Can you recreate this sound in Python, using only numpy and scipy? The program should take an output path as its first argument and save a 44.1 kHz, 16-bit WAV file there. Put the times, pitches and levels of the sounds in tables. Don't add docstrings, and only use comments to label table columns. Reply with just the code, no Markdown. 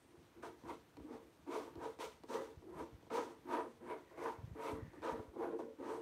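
import sys
import numpy as np
from scipy import signal
from scipy.fft import rfft, irfft
from scipy.io import wavfile
from scipy.ndimage import uniform_filter1d

SR = 44100
rng = np.random.default_rng(int(sys.argv[2]) if len(sys.argv) > 2 else 0)


def to_wav(s):
    ch = np.atleast_2d(s).T
    pcm = np.round(np.clip(ch, -1, 1) * 32767)
    wavfile.write(sys.argv[1], SR, pcm.astype(np.int16))


def how_loud(loudness_db):
    steps = np.asarray(loudness_db, float) / 20
    return 10 ** steps


N = 265173
TIME = np.arange(N) / SR

# start_s (blade lands), build_ms (speeding up), hold_ms (full speed), bite_db, hiss_db
STROKES = [(0.070, 91, 15, -78, -90), (0.335, 42, 7, -79, -97), (0.417, 18, 23, -49, -62.5),
           (0.624, 74.6, 3.7, -48.5, -62.5), (0.960, 170, 19, -56.5, -71), (1.459, 89, 25, -44, -57.5),
           (1.745, 100, 5.5, -47, -62.5), (1.982, 28.5, 10.2, -46, -53), (2.266, 81, 18, -45, -55.5),
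           (2.619, 175, 11, -48.5, -64.5), (3.095, 57, 48, -40.5, -54.5), (3.423, 113, 28, -39.5, -61),
           (3.798, 111, 8.6, -44.5, -72), (4.096, 29, 17, -64.5, -91), (4.154, 87, 22, -44, -62.5),
           (4.539, 110, 57, -43, -60.5), (4.919, 17, 10, -67, -82), (5.015, 38, 76, -44.5, -61.5),
           (5.319, 113.5, 19, -46, -72), (5.450, 72, 14, -56.5, -88), (5.583, 6.9, 3.7, -53, -70),
           (5.615, 20, 6, -77, -78), (5.773, 129, 15, -48, -65.5)]
# slack_push_db and taut_push_db (above bite), sheen_db (above hiss),
# landing_ms, abruptness_percent
CONTACT = [(13.5, 5, -6, 35, 190), (23, -1, -3, 37, 220), (-5.5, -7, -11, 10.7, 132),
           (0, -6, -14, 7.7, 150), (3.5, 1, -11, 9.6, 110), (-2, -1, -12, 16, 100),
           (-2.5, -0.5, -13, 14, 139), (-8.5, -2.5, -13.5, 19.6, 117), (-4.5, 2, -25, 25, 90),
           (-6, -2, -7, 21, 140), (-7.5, 0, -29, 8.3, 97), (-4.5, -4, -7.5, 68, 103),
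           (-7, -5, -0.5, 11, 130), (2.5, -0.5, -8, 11, 64), (-5.5, -6, -6, 22, 92),
           (-6.5, -1.5, -10, 12, 103), (7.5, 4, -10, 12, 80), (-7, -1.5, -15, 12.3, 86),
           (-2, 2, -3, 13, 114), (10.5, 13.5, -13.5, 17, 180), (5.5, 12.5, -11, 6.2, 112),
           (-2, 14, -14, 14, 140), (-1.5, 4, -9.5, 15, 61)]
BITE_SWELL = dict(rise_db_s=163, fall_db_s=152, hold_share=0.57, rest_db=-78.5)
SLACK_SWELL = dict(rise_db_s=24, fall_db_s=145, hold_share=1.7, rest_db=-76)
TAUT_SWELL = dict(rise_db_s=114, fall_db_s=151, hold_share=0.89, rest_db=-81.5)
HISS_SWELL = dict(rise_db_s=240, fall_db_s=129, hold_share=0.57, rest_db=-79)
SHEEN_SWELL = dict(rise_db_s=156, fall_db_s=155, hold_share=1, rest_db=-87)
# pitch_hz, width_hz, level_db
DRUM_MODES = [
    (240.8, 32.3, -6.5),
    (288.3, 44.3, -1),
    (359.3, 36.4, 0.5),
    (425.8, 23.1, -2.5),
    (457.3, 17, 2.5),
    (517.3, 31, -4),
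    (581.5, 23.2, -6),
]
# pitch_hz, width_hz, level_db
FRAME_MODES = [(652, 62, -2.5), (827.5, 89, -3.5), (967, 104, -3.5), (1073, 112, -3.5), (1178, 107, -4.5),
               (1368, 43, -7.5), (1467, 123, -11), (1950, 290, -14.5), (2116, 272, -14.5)]
# pitch_hz, width_hz, level_db
FLEX_MODES = [(950, 26.3, 11)]
# pitch_hz, level_db (per Hz)
BLADE_COLOUR = [(1060, -23), (1800, -9), (2020, -6), (2800, -8.5), (3040, -6), (4640, -10), (5030, -12.5),
                (6140, -9.5), (7480, -15), (9040, -14.5), (10400, -22.5), (14300, -22), (15500, -24)]
# pitch_hz, width_hz, level_db
EDGE_MODES = [(8570, 860, 0.5), (9560, 220, 1), (11430, 830, -5), (12800, 750, -11)]
# start_s, level_db (peak), brightness_db (steel tick above the blow)
TAPS = [(0.076, -61, -21), (0.43, -36, -29), (0.636, -45, -15), (0.968, -37, -10.5), (0.998, -39.5, -32),
        (1.465, -38, -32), (1.754, -36.5, -14.5), (1.988, -32, -15), (2.235, -35, -13), (2.622, -42, -32),
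        (3.026, -43.5, -15), (3.067, -43, -19), (3.11, -29, -29), (4.551, -42, -31), (4.734, -45, -25),
        (4.933, -40.5, -16), (5.019, -35, -17.5), (5.194, -29, -37), (5.591, -25, -42), (5.603, -26.5, -34),
        (5.634, -58, -33), (5.738, -50, -24)]
# start_s, build_ms, hold_ms, level_db
SHUDDERS = [(0.130, 51, 30, -63), (0.380, 50, 53, -65.5), (0.630, 21, 50, -57.5), (0.970, 38, 30, -60.5),
            (1.750, 30, 30, -56.5), (1.850, 34, 34, -73), (2.040, 35, 37, -69), (2.560, 25, 46.5, -63),
            (2.700, 100, 48, -56.5), (2.900, 30, 7, -68), (4.352, 165, 73, -51), (4.660, 157, 68, -51.5),
            (4.900, 73, 40, -61), (5.060, 51, 150, -57.5)]
SHUDDER_SWELL = dict(rise_db_s=127, fall_db_s=150, hold_share=0.45, rest_db=-72.5)
# start_s, level_db (peak), pitch_hz
THUDS = [(1.77, -47, 79), (2.57, -45, 75), (2.925, -50.5, 90), (2.941, -47, 90.7), (4.384, -44, 93.2),
         (4.437, -38.5, 109), (4.51, -48, 94), (4.728, -40.5, 89), (4.824, -40, 109), (5.125, -46, 65),
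         (5.192, -44.5, 100), (5.280, -48, 65)]
# start_s, pitch_hz (centre), level_db
WHINE = [
    (3.6, 2010, -100),
    (3.8, 1950, -105),
    (4.1, 1900, -68.5),
    (4.4, 1893, -85),
    (4.75, 1950, -69.5),
    (4.9, 1854, -67),
    (5.1, 1765, -65),
    (5.3, 1750, -100),
]
# start_s, pitch_hz, level_db
SQUEAL = [
    (3.44, 12800, -100),
    (3.465, 12650, -77),
    (3.49, 12400, -78),
    (3.52, 12960, -80),
    (3.55, 11700, -100),
]
# pitch_hz, level_db (per Hz)
ROOM_COLOUR = [(18, -44), (30, -8.5), (75, -4), (192, -8.5), (341, -5), (748, -12.5), (972, -13),
               (1600, -16.5), (4910, -30.5), (8970, -39.5), (10500, -38), (12300, -33), (15500, -35)]


def strokes():
    bite_db = stroke_db(np.array(STROKES)[:, 3], BITE_SWELL)
    coarse = catches(rate=2500, spread_db=3.5, patchy_db=0.84)
    fine = catches(rate=16000, spread_db=0.0, patchy_db=1.04)

    shove = signal.lfilter(*signal.butter(2, 1100, fs=SR), coarse)
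    slack = driven(shove, push_db(0, SLACK_SWELL), DRUM_MODES[:3], wander_db=2.5)
    taut = driven(shove, push_db(1, TAUT_SWELL), DRUM_MODES[3:], wander_db=1.5)

    grit = signal.lfilter(*signal.butter(2, 3200, fs=SR), 0.54 * coarse + 0.86 * fine)
    flex_db = bite_db + 0.2 * (bite_db + 47.5)
    flex = driven(grit, flex_db, FLEX_MODES, wander_db=0.4)
    frame = driven(grit, bite_db, FRAME_MODES, wander_db=1.43)
    return how_loud(-0.82) * (slack - taut) + how_loud(-2.94) * frame + how_loud(-6.5) * flex


def blade():
    peak_db = np.array(STROKES)[:, 4]
    hiss_db = stroke_db(peak_db, HISS_SWELL)
    sheen_db = stroke_db(peak_db + np.array(CONTACT)[:, 2], SHEEN_SWELL)

    hiss = colour(catches(rate=16000, spread_db=0.0, patchy_db=1.02), BLADE_COLOUR)
    centres_hz = 1900 * 2 ** np.arange(0, 3.1, 1 / 2)
    clumps = sum(ring(hiss, [(hz, hz / 2.5, 0)]) * how_loud(1.46 * walk(30)) for hz in centres_hz)
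    sheen = sum(ring(rng.standard_normal(N), [mode]) * how_loud(3 * walk(10)) for mode in EDGE_MODES)
    return how_loud(hiss_db) * level(clumps, -0.83) + how_loud(sheen_db) * level(sheen, -1.5)


def taps():
    blow, tick = np.zeros(N), np.zeros(N)
    length = 800
    t = TIME[:length]
    for s, db, bright_db in TAPS:
        i = int(s * SR)
        grain = rng.standard_normal(length)
        blow[i:i + length] += how_loud(db) * pulse(t, 0.00055, 0.00031)
        tick[i:i + length] += how_loud(db + bright_db) * grain * pulse(t, 0.0016, 0.0013)
    drum = how_loud(8.0) * ring(blow, DRUM_MODES)
    frame = how_loud(4.5) * ring(blow, FRAME_MODES + FLEX_MODES)
    steel = how_loud(-6.0) * ring(tick, [(1350, 750, 5.8), (4340, 2400, 1.6)])
    return drum + frame + steel


def easel():
    count = len(SHUDDERS)
    own_db = swell(SHUDDERS, np.array(SHUDDERS)[:, 3], [7.7] * count, np.ones(count), **SHUDDER_SWELL)
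    coupled_db = push_db(0, SLACK_SWELL) - 24.5
    shake = np.hypot(how_loud(own_db), how_loud(coupled_db))

    low = signal.butter(2, (55, 190), "bandpass", fs=SR, output="sos")
    rumble = signal.sosfilt(low, catches(rate=300, spread_db=-2.0, patchy_db=-1.0))
    out = level(rumble, -2.1) * shake

    length = 4000
    t = TIME[:length]
    for s, db, hz in THUDS:
        i = int(s * SR)
        out[i:i + length] += how_loud(db) * pulse(t, 0.0051, 0.0045) * np.sin(2 * np.pi * hz * t)
    return out


def faint_tones():
    hz, db = columns(WHINE)
    wobble = level(signal.lfilter([1], [1, -.985], rng.standard_normal(N)), 0)
    whine = how_loud(db) * wobble * glide(hz)
    hz, db = columns(SQUEAL)
    squeal = how_loud(db + 2.1 * walk(90)) * glide(hz)
    return whine + squeal


def echo(x, t60, wet_db):
    t = TIME[:SR // 2]
    noise = signal.lfilter([1], [1, -.6], rng.standard_normal(len(t)))
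    tail = noise * 10 ** (-3 * t / t60) * (t > .004)
    return how_loud(wet_db) * signal.fftconvolve(x, tail / np.sqrt(np.sum(tail ** 2)))[:N]


def room_hum():
    return level(colour(rng.standard_normal(N), ROOM_COLOUR), -70) * how_loud(1.2 * walk(6.7))


def catches(rate, spread_db, patchy_db):
    happens = rng.random(N) < rate / SR
    size = np.minimum(rng.exponential(size=N), 3)
    sign = rng.standard_normal(N)
    return level(happens * how_loud(spread_db * size) * sign * how_loud(patchy_db * walk(45)), 0)


def driven(force, db, modes, wander_db):
    moved = sum((-1) ** k * ring(force * how_loud(db + wander_db * walk(9)), [mode])
                for k, mode in enumerate(modes))
    return moved / np.std(ring(force, modes))


def ring(x, modes):
    return sum((-1) ** k * how_loud(db) * signal.lfilter(*signal.iirpeak(hz, hz / width, SR), x)
               for k, (hz, width, db) in enumerate(modes))


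def push_db(column, law):
    return stroke_db(np.array(STROKES)[:, 3] + np.array(CONTACT)[:, column], law)


def stroke_db(peak_db, law):
    *_, landing_ms, abrupt_percent = np.transpose(CONTACT)
    return swell(STROKES, peak_db, landing_ms, abrupt_percent / 100, **law)


def swell(events, peak_db, landing_ms, abrupt, rise_db_s, fall_db_s, hold_share, rest_db):
    round_db = 0.5
    power = np.full(N, how_loud(2 * rest_db))
    for (s, build_ms, hold_ms, *_), db, land, pace in zip(events, peak_db, landing_ms, abrupt):
        i = int(s * SR)
        ms = 1000 * TIME[:min(SR, N - i)]
        rise = rise_db_s * np.maximum(build_ms - ms, 0)
        fall = fall_db_s * np.maximum(ms - build_ms - hold_share * hold_ms, 0)
        drop = pace * (rise + fall) / 1000
        top_db = db - round_db - np.hypot(drop, round_db)
        power[i:i + SR] += np.minimum(ms / land, 1) ** 4 * how_loud(2 * top_db)
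    return 10 * np.log10(power)


def pulse(t, rise_s, decay_s):
    return t / rise_s * np.exp(1 - t / decay_s)


def glide(hz):
    return np.sin(2 * np.pi * np.cumsum(hz) / SR)


def walk(rate):
    k = int(SR / rate)
    held = np.repeat(rng.standard_normal(N // k + 1), k)
    return 1.65 * uniform_filter1d(uniform_filter1d(held, k), k)[:N]


def colour(x, points):
    hz, db = np.transpose(points)
    bins = np.maximum(np.fft.rfftfreq(N, 1 / SR), 1)
    return irfft(rfft(x) * how_loud(np.interp(np.log(bins), np.log(hz), db)), N)


def columns(table):
    s, *rest = np.transpose(table)
    return [np.interp(TIME, s, c) for c in rest]


def level(x, db):
    return x * how_loud(db) / np.sqrt(np.mean(x ** 2))


def scene():
    knife = strokes() + blade() + taps()
    hum = room_hum()
    mix = knife + echo(knife, t60=0.15, wet_db=-15) + easel() + faint_tones() + hum
    return mix[None]


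def top_cut(x):
    return signal.sosfilt(signal.butter(12, 15680, fs=SR, output="sos"), x)


def record(dry):
    trimmed = signal.sosfilt(signal.ellip(8, .2, 60, 15650, fs=SR, output="sos"), dry)
    mix = signal.sosfilt(signal.butter(4, 48, "highpass", fs=SR, output="sos"), trimmed)
    return top_cut(mix)


dry = scene()
out = record(dry)
to_wav(out)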